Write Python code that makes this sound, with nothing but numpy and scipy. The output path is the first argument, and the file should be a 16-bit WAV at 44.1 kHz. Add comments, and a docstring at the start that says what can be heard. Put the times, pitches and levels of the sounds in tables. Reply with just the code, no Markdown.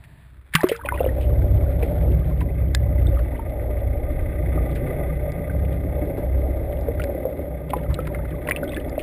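"""In the sea beside a slowly moving fishing boat, heard from a camera housing plunged under the surface.
A faint exhaust mutter in the air gives way to two motors throbbing through the water, with hull drone
and machinery clatter. The propeller wash churns, rushes and fizzes, swelling as the stern comes near.
Up close, air bubbles gulp and plink, spray crackles and the housing ticks.
A coarse converter adds a thin sheen on top."""
import sys
import numpy as np
from scipy import signal
from scipy.fft import rfft, irfft, next_fast_len
from scipy.io import wavfile

SR = 44100
rng = np.random.default_rng(int(sys.argv[2]) if len(sys.argv) > 2 else 0)


def inscribe(sig):
    """Save sig as 16-bit PCM at rate SR to the path in sys.argv[1].

    A 1-D sig is mono; a 2-D sig holds one channel per row.
    Samples are clipped to [-1, 1] before scaling.
    """
    pcm = np.round(np.clip(np.atleast_2d(sig).T, -1, 1) * 32767)
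    wavfile.write(sys.argv[1], SR, pcm.astype(np.int16))


N = 397782
TIME = np.arange(N) / SR


def from_db(db):
    """Decibels to gain."""
    return 10 ** (np.asarray(db) / 20)


def unit_rms(x):
    """Scale to rms 1."""
    return x / np.sqrt(np.mean(x ** 2) + 1e-20)


def automation(points):
    """Straight ramps between breakpoints, one value a sample."""
    return np.interp(TIME, *np.transpose(points))


def drift(rate_hz):
    """Slow random modulation, rms 1."""
    pole = np.exp(-80 * np.pi * rate_hz / SR)
    noise = rng.standard_normal(N // 40 + 2002)
    slow = signal.lfilter([1], [1, -2 * pole, pole * pole], noise)[2000:]
    return np.interp(np.arange(N) / 40, np.arange(len(slow)), unit_rms(slow))


def equalise(x, curve):
    """Shape a sound with an EQ curve; rms 1."""
    size = next_fast_len(N)
    hz, db = np.transpose(curve)
    bins_hz = np.maximum(np.arange(size // 2 + 1) * SR / size, 1)
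    gain = from_db(np.interp(np.log(bins_hz), np.log(hz), db))
    return unit_rms(irfft(rfft(x, size) * gain, size)[:N])


def band(x, hz, width_hz):
    """Two matching resonators in series, unity gain at the peak."""
    r = np.exp(-np.pi * width_hz / SR)
    b = np.array([1, 0, -1]) * (1 - r * r) / 2
    a = [1, -2 * r * np.cos(2 * np.pi * hz / SR), r * r]
    return signal.lfilter(b, a, signal.lfilter(b, a, x + 1e-18) + 1e-18)


def grains(per_s, spread_db):
    """Random clicks of uneven size; rms 1."""
    sizes = from_db(spread_db * np.minimum(rng.exponential(1, N), 4)) * rng.choice([-1, 1], N)
    return unit_rms(sizes * (rng.random(N) < per_s / SR))


def pulsing(turns, per_turn, sharpness):
    """Smooth tremolo locked to the crankshaft, peaking at 1."""
    return np.exp(sharpness * (np.cos(2 * np.pi * per_turn * turns) - 1))


def knocks(turns, points):
    """A rough pattern that loops with every crankshaft turn."""
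    return unit_rms(np.interp(turns % 1, np.arange(points) / points, rng.standard_normal(points)))


def add(out, start_s, sound):
    """Mix a sound in at its cue."""
    at = int(np.clip(round(start_s * SR), 0, N))
    out[at:at + len(sound)] += sound[:N - at]


# Tone of the boat through the air: freq_hz, gain_db
EXHAUST_EQ = [(41, -35), (70, -2.5), (167, -6.5), (414, -37), (674, -24), (775, -33), (906, -21),
              (1400, -41.5), (1760, -21), (2170, -33), (2860, -34), (4500, -34.5), (5850, -55),
              (9900, -120)]

def exhaust(turns, level_db=-49, dip_s=0.22, fade_db_per_s=69):
    """The exhaust mutters through the air and fades as the housing dips towards the surface."""
    mutter = knocks(turns, points=600) + rng.standard_normal(N) * pulsing(turns, 2.2, sharpness=0.28)
    fade = from_db(level_db - fade_db_per_s * np.maximum(TIME - dip_s, 0))
    return fade * equalise(mutter, EXHAUST_EQ)


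# Tone of the fizz: freq_hz, gain_db
FIZZ_EQ = [(300, -11.5), (900, 6), (1500, 9.5), (2400, 4.5), (2900, -5), (3500, 1.5), (4300, -9.5),
           (5600, -17.5)]

def fizz(wash_db, plunge_s=0.52, hold_s=1.43, clear_db_per_s=17.5):
    """Fine bubbles crackle on the housing in clumps, fed by the wash and by air the plunge drags down."""
    cleared_db = clear_db_per_s * np.maximum(TIME - plunge_s - hold_s, 0)
    dragged_air = (TIME > plunge_s) * from_db(-54 - cleared_db)
    crackle = grains(per_s=1100, spread_db=3) * from_db(2.2 * drift(25))
    return np.hypot(dragged_air, from_db(wash_db)) * equalise(crackle, FIZZ_EQ)


def wash_layer(turns, eq, sharpness, lumps_db, growl_db):
    """Dense bubbles pulse with the propeller blades over the motor's growl."""
    surge = pulsing(turns, 4, sharpness) * from_db(lumps_db * drift(14))
    bubbling = equalise(grains(per_s=4000, spread_db=2) * surge, eq)
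    growl = equalise(knocks(turns, points=400), eq)
    return unit_rms(bubbling + from_db(growl_db) * growl)


# Tone of the low churn and of the hollow rush: freq_hz, gain_db
CHURN_EQ = [(120, -22.5), (205, -5), (275, 3.5), (340, 1), (400, -1.5), (480, -11), (650, -25.5),
            (1200, -53.5)]
RUSH_EQ = [(300, -25.5), (450, -7), (530, -3.5), (585, 3.5), (640, -6), (700, -11), (780, -12), (900, -23),
           (1100, -33.5), (2000, -71.5)]
# Strength of the wash at the housing, around its average: time_s, level_db
WASH_FLOW = [(1.0, 0), (1.95, 2), (2.7, -5), (3.1, -1), (4.1, -0.5), (4.85, 3), (5.4, -1), (6.05, 2.5),
             (6.65, 1), (7.25, 2), (7.58, -3.5), (7.8, -1), (8.3, -1), (8.62, 2.5), (9.02, -1.5)]

def propeller_wash(turns, twin_turns, coupling_db):
    """One flow rides churn, rush and fizz together; each is ducked by its own amount in air."""
    flow_db = automation(WASH_FLOW)
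    churn = wash_layer(turns, CHURN_EQ, sharpness=0.49, lumps_db=3.5, growl_db=-4.5)
    churn *= from_db(-36 + 1.17 * flow_db + 1.3 * coupling_db)
    rush = wash_layer(twin_turns, RUSH_EQ, sharpness=0.15, lumps_db=2.06, growl_db=-10)
    rush *= from_db(-34 + flow_db + 1.74 * coupling_db)
    return churn + rush + fizz(wash_db=-58 + 0.8 * flow_db + 0.28 * coupling_db)


def small_bubble(hz, cycles, rise):
    """An air pocket rings as a dying sine whose pitch creeps up."""
    t60 = cycles / hz
    t = np.arange(int(max(t60, 0.005) * 1.2 * SR)) / SR
    envelope = from_db(-60 * t / t60) * (1 - np.exp(-t * hz))
    return envelope * np.sin(2 * np.pi * hz * t * (1 + rise * t / t60))


# Drifting clouds of small bubbles: start_s, end_s, bubble_level_db, burst_level_db
BUBBLE_CLOUDS = [(0.557, 1.095, -23.5, -51), (1.15, 3.399, -33, -42), (3.388, 7.597, -49, -40),
                 (7.651, 9.001, -31.5, -34)]

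def bubble_clouds(per_cloud=90, spread_db=10):
    """Small bubbles of all sizes drift past, the smallest highest and faintest."""
    out = np.zeros(N)
    for start, end, db, _ in BUBBLE_CLOUDS:
        for when, smallness, softness in rng.random((per_cloud, 3)):
            gain = from_db(db - spread_db * softness - 11 * smallness)
            plink = small_bubble(hz=800 * 4.3 ** smallness, cycles=46, rise=0.091)
            add(out, start + when * (end - start), gain * plink)
    return out


def cloud_bursts(per_cloud=12, spread_db=10.5, decay_s=0.006, hz=2330):
    """Cues for tiny splashes scattered through each cloud."""
    return [(start + when * (end - start), db - spread_db * softness, decay_s, hz * 2 ** (height - 0.5))
            for start, end, _, db in BUBBLE_CLOUDS
            for when, softness, height in rng.random((per_cloud, 3))]


# Bursts of broken air and spray at the housing: start_s, level_db, decay_s, pitch_hz
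SPLASH_CUES = [(0.038, -41.5, 0.0097, 2420), (0.525, -41.5, 0.015, 1990), (0.536, -16, 0.012, 1790),
               (0.552, -2.5, 0.0047, 2450), (0.561, -27, 0.044, 1860), (.632, -18.5, 0.0094, 1550),
               (.665, -28, 0.0078, 1570), (0.691, -18.5, 0.0082, 2550), (0.713, -24, 0.022, 1820),
               (0.858, -28, 0.0059, 2340), (.95, -41, 0.024, 2640), (1.21, -36, 0.026, 2700),
               (1.825, -31, 0.017, 2030), (1.86, -51, 0.068, 3000), (2.405, -29, 0.01, 2000),
               (3.189, -30.5, 0.01, 1450), (4.755, -32, 0.019, 1940), (6.17, -38.5, 0.041, 920),
               (6.996, -27.5, 0.0072, 1550), (7.018, -31, 0.0044, 2170), (7.038, -27.5, 0.0036, 1800),
               (7.702, -28, 0.0047, 2700), (7.733, -30, 0.0058, 2270), (7.9, -33, 0.019, 1060),
               (7.942, -26, 0.0029, 2980), (8.07, -26.5, 0.0042, 1720), (8.145, -32.5, 0.011, 1380),
               (8.473, -25, 0.0045, 1878), (8.495, -30, 0.005, 2964), (8.56, -27.5, 0.0077, 2300),
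               (8.719, -37, 0.016, 2430), (8.764, -25, 0.0049, 2170), (8.99, -29, 0.016, 2480)]

def splashes(crackle_db=-8, plink_db=4, attack_s=0.0012, plinks=5):
    """Each slap of water is a dying crackle that sheds a handful of tiny ringing bubbles."""
    out, t = np.zeros(N), TIME[:SR // 3]
    for start, db, decay, hz in list(SPLASH_CUES) + cloud_bursts():
        crackle = unit_rms(band(rng.standard_normal(len(t)), hz, width_hz=1390))
        envelope = np.exp(-t / decay) * (1 - np.exp(-t / attack_s))
        add(out, start, from_db(db + crackle_db) * envelope * crackle)
        for age, detune in rng.uniform([0, -1], [1.5, 1], (plinks, 2)):
            plink = small_bubble(hz * 1.34 ** detune, cycles=18.7, rise=0.023)
            add(out, start + age * decay, from_db(db + plink_db) * np.exp(-age / 2) * plink)
    return out


# Sharp contacts on the housing: start_s, level_db
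TICK_CUES = [(0.552, -5), (0.614, -27), (0.6881, -18), (0.764, -32), (2.7489, -10), (4.753, -42),
             (5.32, -35), (6.8109, -40), (7.039, -29), (7.9427, -33), (8.0716, -39), (8.496, -28),
             (8.6418, -38), (8.8961, -36)]
# Ring of the housing: pitch_hz, level_db, t60_s
HOUSING_MODES = [(2010, -2, 0.011), (2530, -14, 0.017), (3630, -4, 0.011), (4090, -8, 0.015),
                 (4710, -7.5, 0.014), (4940, -6.5, 0.013)]

def housing_ticks(trim_db=-3.5, scatter_db=2):
    """Sharp contacts ring the housing briefly, each with its own balance of modes."""
    out, t = np.zeros(N), TIME[:SR // 20]
    hz, mode_db, t60 = np.transpose(HOUSING_MODES)[:, :, None]
    for start, db in TICK_CUES:
        balance_db = mode_db + scatter_db * rng.standard_normal(hz.shape)
        modes = from_db(balance_db - 60 * t / t60) * np.sin(2 * np.pi * hz * t)
        add(out, start, from_db(db + trim_db) * modes.sum(axis=0))
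    return out


# Ring of the hull's panels: pitch_hz, width_hz, level_db
HULL_PANELS = [(1208, 85, 2), (1560, 230, -6), (1838, 94, -3.5), (2026, 170, 3), (2211, 86, -1),
               (2442, 330, -10.5), (3450, 370, -18.5), (4840, 250, -49.5)]
# Clatter fader, highest as the stern passes: time_s, level_db
CLATTER_FADER = [(1.15, -55), (2.0, -54.5), (3.2, -50.5), (4.1, -47.5), (4.85, -43.5), (5.45, -48.5),
                 (7.5, -52), (8.6, -47.5)]

def machinery_clatter(turns, looped_db=-6, uneven_db=2.2):
    """Each firing shakes the machinery, and the hull passes the rattle on in narrow bands."""
    contacts = grains(per_s=4600, spread_db=3) + from_db(looped_db) * knocks(turns, points=2800)
    shaking = contacts * pulsing(turns, 2, sharpness=0.44) * from_db(uneven_db * drift(27))
    panels = sum((-1) ** k * from_db(db) * band(shaking, hz, width)
                 for k, (hz, width, db) in enumerate(HULL_PANELS))
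    return from_db(automation(CLATTER_FADER)) * unit_rms(panels)


# Hull drone fader: time_s, level_db
DRONE_FADER = [(1.2, -41.5), (2.2, -25), (2.749, -35), (3.05, -29), (3.301, -42), (3.85, -45), (4.7, -27),
               (6.2, -34.5), (6.501, -39), (7.3, -39.5), (7.95, -30.5), (9.02, -40.5)]

def hull_drone(turns, resonance_hz=156.5, half_width_hz=24.7, roughness=0.41, trim_db=-1.5):
    """Uneven cylinders make half orders, which the hull picks out around its resonance."""
    drone = 0
    for order in np.arange(16, 25) / 2:
        nominal_hz = order * 15.6
        gain = 1 / (1 + ((nominal_hz - resonance_hz) / half_width_hz) ** 2)
        flutter = 1 + roughness * drift(6.2)
        drone += gain * flutter * np.sin(2 * np.pi * (order * turns + rng.random()))
    return from_db(automation(DRONE_FADER) + trim_db) * unit_rms(drone)


# Sub thud fader: time_s, level_db
THUD_FADER = [(0.95, -40), (1.4, -32.5), (2.75, -43.5), (3.8, -38), (4.22, -26.5), (4.46, -49), (4.65, -45),
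              (4.8, -35), (5.4, -38), (5.55, -45), (6.65, -34), (7.2, -54), (8.3, -52), (8.9, -42)]

def firing_thud(turns, trim_db=4.5):
    """A deep sine at the firing rate, two cycles a turn."""
    return from_db(automation(THUD_FADER) + trim_db) * np.sin(4 * np.pi * turns)


# Motor harmonics: crankshaft_multiple, level_db
MOTOR_HARMONICS = [(3, -7.5), (4, 1.5), (5, -6), (6, -8.5), (7, -10.5), (8, -17), (9, -21.5), (10, -21),
                   (11, -31), (17, -26), (21, -26)]

def motor(turns, waver_db, jitter_rad):
    """Clean tones on the crankshaft orders; each wavers on its way through the moving water."""
    tones = 0
    for order, db in MOTOR_HARMONICS:
        phase = 2 * np.pi * (order * turns + rng.random()) + jitter_rad * drift(1.3)
        tones += from_db(db + waver_db * drift(1.45)) * np.sin(phase)
    return unit_rms(tones)


# Tone of the rumble under the motors: freq_hz, gain_db
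RUMBLE_EQ = [(10, -22.5), (24, -28), (37, -9.5), (55, 12.5), (75, 8.5), (110, 8), (170, -10.5), (220, -10),
             (400, -56.5)]
# Level of the bass throb, with one low water thump near 7.9 s: time_s, level_db
THROB_FADER = [(0.92, -24.5), (1.03, -25.5), (1.08, -20), (1.17, -24), (1.44, -13.5), (1.96, -22),
               (2.02, -17.5), (2.52, -22), (3.02, -16.5), (3.24, -18), (3.29, -25), (3.97, -22),
               (3.99, -28.5), (4.62, -19), (4.66, -26.5), (5.45, -28.5), (5.61, -19), (5.93, -25.5),
               (6.36, -23), (6.69, -28.5), (6.99, -22.5), (7.17, -31.5), (7.53, -37), (7.87, -28),
               (7.91, -17), (7.96, -29.5), (8.27, -27), (8.43, -34), (8.93, -30), (9.02, -37)]

def motor_throb(turns, twin_turns, sway_db=1.13):
    """Two motors beat against each other over a bed of rumble, swaying in the moving water."""
    lead = from_db(-0.07) * motor(turns, waver_db=1, jitter_rad=0.18)
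    twin = from_db(-8) * motor(twin_turns, waver_db=5.5, jitter_rad=0.69)
    rumble = from_db(-10) * equalise(rng.standard_normal(N), RUMBLE_EQ)
    return from_db(automation(THROB_FADER) + sway_db * drift(4.5)) * (lead + twin + rumble)


# A run of hollow gulps: start_s, end_s, level_db, pitch_hz
GULP_RUN = (7, 7.42, -15.5, 541.5)

def gulps(count=9, spread_db=6):
    """Bubble cues for air that a swell pushes under the stern, where it breaks up."""
    start, end, db, hz = GULP_RUN
    return [(start + when * (end - start), db - spread_db * softness, hz * 1.35 ** (height - 0.5))
            for when, softness, height in rng.random((count, 3))]


# Single bubbles at the housing: start_s, level_db, pitch_hz
BUBBLE_CUES = [(0.55, -9, 158.6), (0.5542, -1.5, 1130), (0.5628, -4, 1540), (0.607, -12.5, 1780),
               (0.633, -7, 622), (0.641, 5.5, 360), (0.694, -14, 557), (0.716, -2.5, 453),
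               (0.8495, -18, 564), (0.858, -22, 2470), (0.888, -11.5, 2030), (0.888, -6, 1450),
               (0.922, -9.5, 960), (0.9395, -27, 1015), (0.9435, -28, 2450), (0.9755, -25, 1900),
               (0.9955, -28, 2710), (1.005, -3.5, 506), (1.0098, -10.5, 682), (1.042, -8, 573),
               (1.062, -4, 508), (1.09, -26, 1840), (1.705, -16.5, 555), (1.829, -11.5, 470),
               (2.4118, -27, 983), (2.7494, -19.5, 1680), (3.069, -30, 3550), (3.1314, -19, 540),
               (3.171, -29, 1230), (3.393, -21.5, 898), (4.577, -27, 1214), (4.892, -20.5, 392),
               (5.497, -29, 1530), (5.549, -15, 571), (6.021, -18, 301), (6.8846, -7.5, 461),
               (6.997, -26, 1430), (7.0955, -15, 573), (7.253, -6, 506), (7.734, -6, 816),
               (7.736, -7.5, 976), (7.764, -16.5, 503), (7.988, -14, 502), (7.989, -18.5, 1289),
               (8.147, -22, 2060), (8.487, -18, 1060), (8.488, -9, 1940), (8.5105, 0, 1960),
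               (8.5189, -8, 2300), (8.562, -16.5, 2620), (8.628, -15.5, 555), (8.632, -21, 1463),
               (8.678, -35, 3230), (8.693, -31, 3520), (8.719, -28, 2530), (8.734, -27, 2000),
               (8.745, -28.5, 3400), (8.77, -20, 1690), (8.979, -7.5, 598)]

def close_bubbles(rise=0.023, tail_db=-21, tail_stretch=8.8, kick_cycles=2.85):
    """Each bubble kicks as it pinches off, swings wide and dies fast, leaving a fainter long ring."""
    out, t = np.zeros(N), TIME[:SR // 4]
    for start, db, hz in list(BUBBLE_CUES) + gulps():
        # Smaller bubbles ring for more cycles; wider swings are damped harder.
        t60 = 10.6 * (hz / 1000) ** 0.19 * from_db(-0.44 * db) / hz
        attack = (1 - np.exp(-1.48 * t * hz)) ** 2
        decay = from_db(-60 * t / t60) + from_db(tail_db - 60 * t / (t60 * tail_stretch))
        bend = 1 + rise * (1 - np.exp(-t / t60))
        ring = attack * decay * np.sin(2 * np.pi * hz * t * bend)
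        kick_db = -3 - 5 * np.log2(hz / 1000)  # smaller bubbles kick less
        kick_envelope = from_db(kick_db - 60 * t * hz / kick_cycles) * (1 - np.exp(-2 * t * hz))
        kick = kick_envelope * np.sin(2 * np.pi * hz * t)
        add(out, start, from_db(db) * (ring + kick))
    return out


# Crankshaft speed as the load swings with the swell: time_s, turns_per_s
CRANK_SPEED = [(0, 15.6), (1.7, 16.2), (2.2, 15.44), (2.7, 16.4), (3.5, 14.07), (4.15, 15.7), (4.8, 14.34),
               (5.5, 16.8), (6.3, 16.3), (6.9, 15.66), (7.5, 16.1), (8.0, 15.3), (8.6, 15.2), (9.02, 14.3)]
# How much of the boat arrives through the water, little until the housing is under: time_s, gain_db
WATER_COUPLING = [(0.77, -23), (0.92, 0)]

def scene():
    """Mono mix: the boat and its wash open up with the plunge, behind the close water sounds."""
    turns = np.cumsum(automation(CRANK_SPEED)) / SR
    twin_turns = 0.975 * turns + 0.04594 * drift(0.4225)  # the second motor runs a little slower
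    coupling_db = automation(WATER_COUPLING)
    low_end = motor_throb(turns, twin_turns) + firing_thud(turns) + hull_drone(twin_turns)
    boat = from_db(coupling_db) * low_end + from_db(0.83 * coupling_db - 0.24) * machinery_clatter(turns)
    bed = propeller_wash(turns, twin_turns, coupling_db) + bubble_clouds() + exhaust(turns)
    close = close_bubbles() + housing_ticks() + splashes()
    return (bed + boat + close)[None]


def record(dry, converter_hz=12000, ceiling=0.54, cutoff_hz=15300):
    """A sample-and-hold converter mirrors the sound faintly about its rate; peaks clip softly."""
    coarse = signal.resample_poly(dry, converter_hz, SR, axis=-1)
    held = signal.resample_poly(np.repeat(coarse, 4, axis=-1), SR, 4 * converter_hz, axis=-1)[:, :N]
    clipped = held / (1 + (held / ceiling) ** 8) ** (1 / 8)
    return signal.sosfilt(signal.ellip(10, 0.2, 80, cutoff_hz, fs=SR, output="sos"), clipped)


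dry = scene()
out = record(dry)
inscribe(out)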